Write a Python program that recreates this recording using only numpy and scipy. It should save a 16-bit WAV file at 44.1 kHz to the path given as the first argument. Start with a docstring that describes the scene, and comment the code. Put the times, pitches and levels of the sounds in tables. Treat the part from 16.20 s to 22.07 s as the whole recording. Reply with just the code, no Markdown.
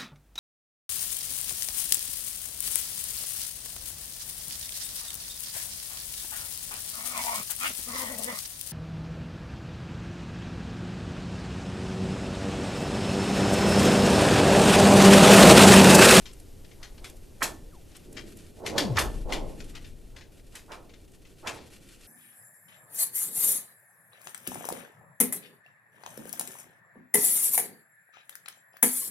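"""Clear lake ice cracks under a skater who glides over it, slowly losing speed.
Each fracture arrives twice: as a dull rush through the ice sheet, then as a sharp crackle through the air.
The farther off it is, the earlier, duller and longer the rush; filtered noise and clicks make both.
Bending waves spread out in the sheet and arrive as falling tones, made by sweeping sines.
Noise makes the blades' hiss and rumble and the air at the microphone; bright, short cracks tick."""
import sys
import numpy as np
from scipy import signal
from scipy.fft import rfft, irfft, next_fast_len
from scipy.io import wavfile

SR = 44100
rng = np.random.default_rng(int(sys.argv[2]) if len(sys.argv) > 2 else 0)


def pcm_store(signal):
    """Save signal as 16-bit PCM."""
    levels = np.round(np.clip(np.atleast_2d(signal), -1, 1) * 32767)
    wavfile.write(sys.argv[1], SR, levels.astype(np.int16).T)


N = 258867  # samples
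T = np.arange(N) / SR  # time in seconds


def from_db(db):
    """Level law: 20 dB is a factor of ten in amplitude."""
    return 10 ** (np.asarray(db) / 20)


def rms_one(x):
    """Normalization: scale to unit mean power."""
    return x / np.sqrt(np.mean(x ** 2) + 1e-20)


def at_hz(points, hz):
    """Logarithmic pitch scale: interpolate a table over the log of frequency."""
    table_hz, values = np.array(points).T
    return np.interp(np.log(hz + 1e-3), np.log(table_hz), values)


def panned(pan_db):
    """Level difference between channels: gains for left and right, positive toward the left."""
    return from_db(np.array([[.5], [-.5]]) * pan_db)


def stereo_noise(alike, size=N):
    """Partial coherence: a shared and an opposed white noise set how alike the channels are."""
    mid, side = rng.standard_normal((2, size))
    alike = np.clip(alike, -1, 1)
    opposed = side * [[1], [-1]]
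    return (np.sqrt(1 + alike) * mid + np.sqrt(1 - alike) * opposed) / np.sqrt(2)


def coloured(x, spectrum):
    """Spectral shaping: give white sound a smooth spectrum and keep its power."""
    size = next_fast_len(N + 4096)
    hz = np.arange(size // 2 + 1) * SR / size
    gain = rms_one(from_db(at_hz(spectrum, hz)))
    return irfft(rfft(x, size) * gain, size)[..., :N]


def uneven(x, ripple_db, spacing_hz):
    """Interference: random narrow peaks and dips, as short paths in the ice add up and cancel."""
    length = x.shape[-1]
    size = next_fast_len(length + 2048)
    place = np.arange(size // 2 + 1) * SR / size / spacing_hz
    heights = np.clip(rng.standard_normal(2000), -1.7, 1.7)
    ripple = np.interp(place, np.arange(2000), heights)
    gain = rms_one(from_db(ripple_db * ripple))
    return irfft(rfft(x, size) * gain, size)[..., :length]


def drift(rate):
    """Slow random modulation: about rate new values a second, joined by lines, unit power."""
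    return rms_one(np.interp(T * rate, np.arange(N), rng.standard_normal(N)))


def filtered(x, hz, kind, order=2):
    """Butterworth filtering: a maximally flat pass band."""
    sos = signal.butter(order, np.clip(hz, 10, .45 * SR), kind, fs=SR, output="sos")
    return signal.sosfilt(sos, x)


def echoed(x, delay_s, echo_db):
    """Reflection: add one delayed copy."""
    delayed = np.array([np.interp(T - delay_s, T, side, left=0) for side in x])
    return x + from_db(echo_db) * delayed


def splinters(per_s, size_db):
    """Impulsive noise: sparse clicks of uneven size and either sign, with unit power."""
    signs = rng.choice([-1, 1], N)
    sizes = from_db(size_db * np.minimum(rng.exponential(1, N), 3))
    return rms_one(sizes * signs * (rng.random(N) < per_s / SR))


# Spectrum of the air at the microphone. Each row: frequency in Hz, relative density in dB per Hz.
WIND_SPECTRUM = [(15, 4), (30, 8), (50, -1.5), (90, -4.5), (160, -21), (400, -35)]


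def wind(start_db=-45.0, fall_db_per_s=2.02, pan_db=0.94):
    """Turbulence: the air of the glide buffets the microphone, less as the glide slows."""
    level = from_db(start_db - fall_db_per_s * T)
    return level * panned(pan_db) * coloured(stereo_noise(1.0), WIND_SPECTRUM)


# Spectrum of the rumbling ice. Each row: frequency in Hz, relative density in dB per Hz.
RUMBLE_SPECTRUM = [(60, 4.5), (130, 6.5), (220, 3), (380, 4), (550, -2.5), (800, -10.5), (1200, -22.5),
                   (2500, -44)]


def blade_rumble(start_db=-53.0, fall_db_per_s=0.73):
    """Forced vibration: the blades set the ice rumbling, less as the glide slows."""
    level = from_db(start_db - fall_db_per_s * T)
    return level * coloured(stereo_noise(0.45), RUMBLE_SPECTRUM)


# Spectrum of the shaved grit. Each row: frequency in Hz, relative density in dB per Hz.
HISS_SPECTRUM = [(700, -25), (1200, -3.5), (2000, -1), (3200, 0.5), (5500, -4), (8000, -3), (10500, -4.5),
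                 (12000, -2.5), (13500, -57)]
# Hiss before and after the big fractures. Each row: time in seconds, relative level in dB.
HISS_BEFORE = [(0.0, -57.5), (0.3, -70), (0.67, -67), (1.54, -67.5), (2.0, -57), (2.35, -62.5)]
HISS_AFTER = [(3.4, -55), (3.89, -68), (4.52, -61.5), (4.84, -66), (5.32, -60.5), (5.44, -56),
              (5.87, -58.5)]


def blade_hiss(hiss_db=-1.0, grit_db=-6, chatter_db=3.5, pan_db=1.0, chips_per_s=16, chip_db=3.5, chip_s=0.011):
    """Friction noise: the blades shave fine grit and catch on small chips."""
    level_db = hiss_db + np.interp(T, *np.vstack([HISS_BEFORE, HISS_AFTER]).T)
    catches = rng.random(N) * (rng.random(N) < chips_per_s / SR)
    # each catch dies away exponentially; the tiny offset keeps the filter off denormal numbers
    chips = signal.lfilter([1], [1, -np.exp(-1 / (chip_s * SR))], catches + 1e-18)
    bite = from_db(chatter_db * drift(40)) + from_db(chip_db) * chips
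    grains = stereo_noise(0.86) + from_db(grit_db) * splinters(per_s=550, size_db=2.0)
    grit = coloured(rms_one(grains * bite), HISS_SPECTRUM)
    return from_db(level_db) * panned(pan_db) * uneven(grit, ripple_db=2.0, spacing_hz=130)


# Thin tone of a far fracture. The row: start in seconds, pitch times age in cycles, width in octaves.
WHISTLE = (1.459, 93.5, .48)


def whistle(db=-60, loudest_hz=1020):
    """Dispersion: a far blow spreads into a thin tone whose pitch falls inversely with its age."""
    start, cycles, width_octaves = WHISTLE
    hz = cycles / np.maximum(T - start, .01)
    octaves_off = np.log2(hz / loudest_hz)
    level = from_db(db) * np.exp(-.5 * (octaves_off / width_octaves) ** 2)
    return level * np.sqrt(2) * np.sin(2 * np.pi * np.cumsum(hz) / SR)


def sheet_shudder(start_s=2.42, crest_s=2.57, db=-40, fall_db_per_s=17, band_hz=(35, 210)):
    """Free vibration: the whole sheet keeps shuddering after the big fracture and slowly dies away."""
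    swell = np.clip((T - start_s) / (crest_s - start_s), 0, 1)
    level = swell * from_db(db - fall_db_per_s * np.maximum(T - crest_s, 0))
    return level * rms_one(filtered(stereo_noise(0.45), band_hz, "band"))


# Bending waves of the biggest fractures.
# Each row: start in seconds, relative level in dB, hold in seconds, fade after the hold in dB per second.
BOOMS = [(2.602, -31, 0.49, 25), (3.171, -42.5, .05, 110)]
BOOM_START_HZ, BOOM_END_HZ, BOOM_FALL_S, BOOM_ATTACK_S = 359.3, 24.5, .102, 0.023
BOOM_LOSS_DB_PER_OCTAVE = 0.7


def boom(pan_db=3.5, gain_db=2.0, waver_db=3.0, shared_scatter=0.41, own_scatter=0.26):
    """Dispersion: lower bending waves travel slower, so one blow arrives as a falling, scattered tone."""
    out = np.zeros((2, N))
    for s, db, hold_s, fade_db_per_s in BOOMS:
        age = np.maximum(T - s, 0)
        hz = BOOM_END_HZ + (BOOM_START_HZ - BOOM_END_HZ) * np.exp(-age / BOOM_FALL_S)
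        phase = 2 * np.pi * np.cumsum(hz) / SR
        loss_db = BOOM_LOSS_DB_PER_OCTAVE * np.log2(BOOM_START_HZ / hz)
        loss_db = loss_db + fade_db_per_s * np.maximum(age - hold_s, 0)
        attack = np.minimum(age / BOOM_ATTACK_S, 1)
        level = attack * from_db(db - loss_db + waver_db * drift(35))
        # waves by other paths beat with the direct one, partly differently in each channel
        shared, left, right = [drift(55) * np.cos(phase) + drift(55) * np.sin(phase) for path in range(3)]
        scatter = shared_scatter * shared + own_scatter * np.array([left, right])
        out += level * (np.sin(phase) + scatter)
    return from_db(gain_db) * panned(pan_db) * out


# Hard knocks as a near fracture opens. Each row: time in seconds, relative peak level in dB.
KNOCKS = [(1.2194, -18), (1.2232, -18), (2.7752, -16), (2.783, -12.5), (4.5231, -39), (5.2658, -35)]


def knocks(band_hz=(900, 2200), pan_db=-6.5):
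    """Impulse response: each jump of a near fracture sends one short pulse through the ice."""
    clicks = np.zeros(N)
    for s, db in KNOCKS:
        clicks[round(s * SR)] = from_db(db)
    pulse = filtered(signal.unit_impulse(512), band_hz, "band", order=4)
    pulse = pulse / np.abs(pulse).max()
    train = signal.oaconvolve(clicks, pulse)[None, :N]
    return panned(pan_db) * echoed(train, delay_s=0.00165, echo_db=-0.5)


# Resonances of the sheet. Each row: frequency in Hz, width in Hz, relative level in dB.
SHEET_MODES = [(891, 23, 3), (1078, 32.4, -13), (1300, 14, -6), (1320, 10, -9.5), (1594, 79, 3.5),
               (1770, 5.9, 9), (1980, 25.5, -38), (2264, 36, 10.5)]


def ringing(x, ring_db=-6.0, direct_db=0.5):
    """Resonance: the sheet lets a few narrow modes ring on beside the direct sound."""
    out = from_db(direct_db) * x
    for hz, width_hz, db in SHEET_MODES:
        mode = signal.lfilter(*signal.iirpeak(hz, hz / width_hz, fs=SR), x)
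        out = out + from_db(db + ring_db) * mode
    return out


# Fractures through the sheet, for both the rush and the crackle.
# Each row: arrival by air in seconds, relative crackle level in dB, treble gain above 7 kHz in dB,
# lead of the rush in seconds, relative rush level in dB.
FRACTURES = [(0.628, -40.5, -11.5, 0.041, -54), (0.842, -41, -1, 0.08, -48), (1.225, -25, 6, 0.02, -30.5),
             (1.967, -36.5, -24, 0.2, -34), (2.46, -28.5, -5, 0.092, -30), (2.579, -19.5, -6, 0.083, -22.5),
             (2.785, -21.5, 1.5, 0.029, -27), (3.122, -26.5, -7.5, 0.084, -26),
             (3.549, -41.5, -8, 0.017, -57), (3.962, -45.5, -9, 0.057, -56.5), (4.351, -41, 4, .023, -56),
             (4.517, -41.5, -6, 0.037, -40.5), (5.27, -29, -6, 0.043, -34.5)]
# the rush at a typical lead; a longer lead lowers its upper edge and lengthens its decay by these powers
TYPICAL_LEAD_S = .045
RUSH_EDGE_HZ, RUSH_DULLING, RUSH_MAX_EDGE_HZ = 1390, 0.76, 2500
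RUSH_T60_S, RUSH_LENGTHENING = 0.44, 0.38  # decay by 60 dB, at 1 kHz
RUSH_CREST_SHARE = 0.93  # the upper edge is highest after this share of the lead


def rushes():
    """Time of flight: the lead tells the distance; rows of first arrival, height, dB, edge Hz, t60 s."""
    rows = []
    for s, db, treble_db, lead, rush_db in FRACTURES:
        first = s - lead
        height = first + RUSH_CREST_SHARE * lead
        distance = max(lead, .001) / TYPICAL_LEAD_S
        edge_hz = min(RUSH_EDGE_HZ / distance ** RUSH_DULLING, RUSH_MAX_EDGE_HZ)
        t60 = RUSH_T60_S * distance ** RUSH_LENGTHENING
        rows.append((first, height, rush_db, edge_hz, t60))
    return rows


# Spectrum of the sheet. Each row: frequency in Hz, relative level in dB.
SHEET_SPECTRUM = [(60, -6.5), (150, -10.5), (350, -2.5), (700, -2.5), (1300, 0.5), (4000, -4.5)]
# Balance of the sheet. Each row: frequency in Hz, left minus right in dB.
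SHEET_PAN = [(100, 0), (300, 0), (550, -4.5), (1000, -5), (1800, -1.5), (3000, 5.5)]
# Coherence of the channels. Each row: frequency in Hz, likeness from 0 to 1.
SHEET_LIKENESS = [(100, 1), (400, 0.66), (1000, 0.84), (2000, 0.5), (3000, 0.3)]


def sheet_rush(climb_db=13, lag_cycles=2.5, low_linger=0.77, first_edge=0.64, front_s=0.0024,
               grain_db=1.0, gain_db=-7):
    """Fast waves in ice: they outrun the air and brighten as they swell; lows crest later, ring longer."""
    out = np.zeros((2, N))
    band_edges = 70 * 2 ** (np.arange(16) * .4)
    t = T[::16]  # a coarse time grid suffices for the levels
    for low, high in zip(band_edges, band_edges[1:]):
        hz = np.sqrt(low * high)
        khz = hz / 1000
        power = 0
        for first, height, db, edge_hz, t60 in rushes():
            crest = height + lag_cycles * max(1 / hz - 1 / edge_hz, 0)
            rising_db = climb_db * np.minimum(t - crest, 0) / max(crest - first, front_s)
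            dying_db = -60 * np.maximum(t - crest, 0) / t60 * khz ** low_linger
            front = np.clip((t - first) / front_s, 0, 1)
            edge = edge_hz * np.interp(t, [first, height], [first_edge, 1])
            dulling = 1 / (1 + (hz / edge) ** 5)
            power = power + (front * from_db(db + rising_db + dying_db) * dulling) ** 2
        noise = stereo_noise(at_hz(SHEET_LIKENESS, hz))
        band = rms_one(filtered(noise, [low, high], "band", order=4))
        # wider bands at higher pitch carry more power
        level = np.interp(T, t, np.sqrt(power * khz)) * from_db(at_hz(SHEET_SPECTRUM, hz))
        out += band * level * panned(at_hz(SHEET_PAN, hz))
    return out * from_db(gain_db + grain_db * drift(400))


FRACTURE_T60_S = 0.19
# Shallow splits, dull and heard through the air alone.
# Each row: time in seconds, relative level in dB, decay by 60 dB in seconds.
SPLITS = [(0.054, -42.5, 0.23), (.445, -50.5, 0.09), (0.513, -51.5, 0.13), (.778, -52.5, 0.1),
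          (1.712, -57.5, 0.22), (1.749, -51.5, 0.16), (2.77, -19.5, 0.032), (3.094, -44.5, 0.14),
          (3.402, -42.5, 0.12), (3.643, -50, 0.14), (4.008, -53, 0.22), (4.196, -51, 0.032),
          (4.693, -52, 0.095), (4.735, -52, 0.14), (5.049, -54, 0.14), (5.366, -54, .5)]
SPLIT_TREBLE_DB = -15
# Bright ticks of ice flakes breaking at the blades. Each row: time in seconds, relative level in dB.
TICKS = [(0.133, -53), (.199, -52), (0.897, -50), (0.967, -56.5), (1.766, -48.5), (1.927, -52),
         (2.170, -51), (4.919, -61)]
TICK_T60_S, TICK_TREBLE_DB = 0.017, 18.5


def air_cracks():
    """Airborne sound: all that crackles, as rows of time s, relative dB, decay t60 s, treble dB."""
    fractures = [(s, db, FRACTURE_T60_S, treble_db) for s, db, treble_db, lead, rush_db in FRACTURES]
    splits = [(s, db, t60, SPLIT_TREBLE_DB) for s, db, t60 in SPLITS]
    ticks = [(s, db, TICK_T60_S, TICK_TREBLE_DB) for s, db in TICKS]
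    return fractures + splits + ticks


def first_snaps(after_s=0.0045, size_db=16):
    """Sudden release: the largest jump of each crack comes just after it opens."""
    clicks = np.zeros(N)
    times = np.array(air_cracks())[:, 0] + after_s
    clicks[np.round(times * SR).astype(int)] = from_db(size_db)
    return clicks


# Spectrum of the crackle. Each row: frequency in Hz, relative density in dB per Hz.
CRACKLE_SPECTRUM = [(300, -12), (900, -8), (2000, 1.5), (3200, -0.5), (5500, -3.5), (8000, -6),
                    (12500, -11)]
# dull cracks lie to the left; the bright ones, close underfoot, are nearer the middle
CRACK_PAN_DB, PAN_PER_TREBLE = 2.5, -0.19


def crackle(rise_s=0.0022, tail_db=-17, tail_stretch=2.15, splinter_db=1.5, snap_db=-3.0, snap_s=0.00092,
            alike=0.86, treble_hz=7000, creep_db=-19, creep_s=0.0097, gain_db=-3.5):
    """Brittle fracture in tiny jumps: it creeps, snaps, splinters densely, then scatters from farther along."""
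    grains = stereo_noise(alike) + from_db(splinter_db) * splinters(per_s=1200, size_db=1.5) + first_snaps()
    grains = coloured(grains, CRACKLE_SPECTRUM)
    lowpass = signal.butter(3, min(treble_hz, SR / 3), fs=SR, output="sos")
    body = signal.sosfiltfilt(lowpass, grains)
    out = np.zeros((2, N))
    for s, db, t60, treble_db in air_cracks():
        span = slice(max(int((s - .04) * SR), 0), int((s + .5) * SR))
        age = np.maximum(T[span] - s, 0)
        burst = from_db(-60 * age / t60)
        snap = from_db(snap_db) * np.exp(-age / snap_s)
        scatter = from_db(tail_db) * burst ** (1 / tail_stretch)
        creep = from_db(creep_db) * np.exp(-np.abs(T[span] - s) / creep_s)
        rise = 1 - np.exp(-age / rise_s)
        level = creep + rise * np.sqrt(snap ** 2 + burst ** 2 + scatter ** 2)
        treble = grains[:, span] - body[:, span]
        colour = uneven(body[:, span] + from_db(treble_db) * treble, ripple_db=3.2, spacing_hz=170)
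        pan = panned(CRACK_PAN_DB + PAN_PER_TREBLE * treble_db)
        out[:, span] += from_db(db + gain_db) * level * pan * colour
    return out


def scene():
    """Free field: the surface gives the cracks one short echo, and there are no walls to answer."""
    blades = wind() + blade_rumble() + blade_hiss()
    bending = whistle() + sheet_shudder() + boom()
    through_ice = ringing(sheet_rush() + knocks())
    through_air = echoed(crackle(), delay_s=0.0047, echo_db=-17.0)
    return blades + bending + through_ice + through_air


TOP_HZ, CUTOFF_HZ = 13100, 15500


def record(dry, top_db=-72):
    """Band limiting: the treble drops off steeply, with only a faint hiss above it, itself cut off."""
    treble_cut = signal.ellip(10, .3, 70, TOP_HZ, fs=SR, output="sos")
    final_cut = signal.ellip(10, .3, 80, CUTOFF_HZ, fs=SR, output="sos")
    faint_hiss = from_db(top_db) * filtered(stereo_noise(1.0), TOP_HZ, "high", order=8)
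    return signal.sosfilt(final_cut, signal.sosfilt(treble_cut, dry) + faint_hiss)


dry = scene()
out = record(dry)
pcm_store(out)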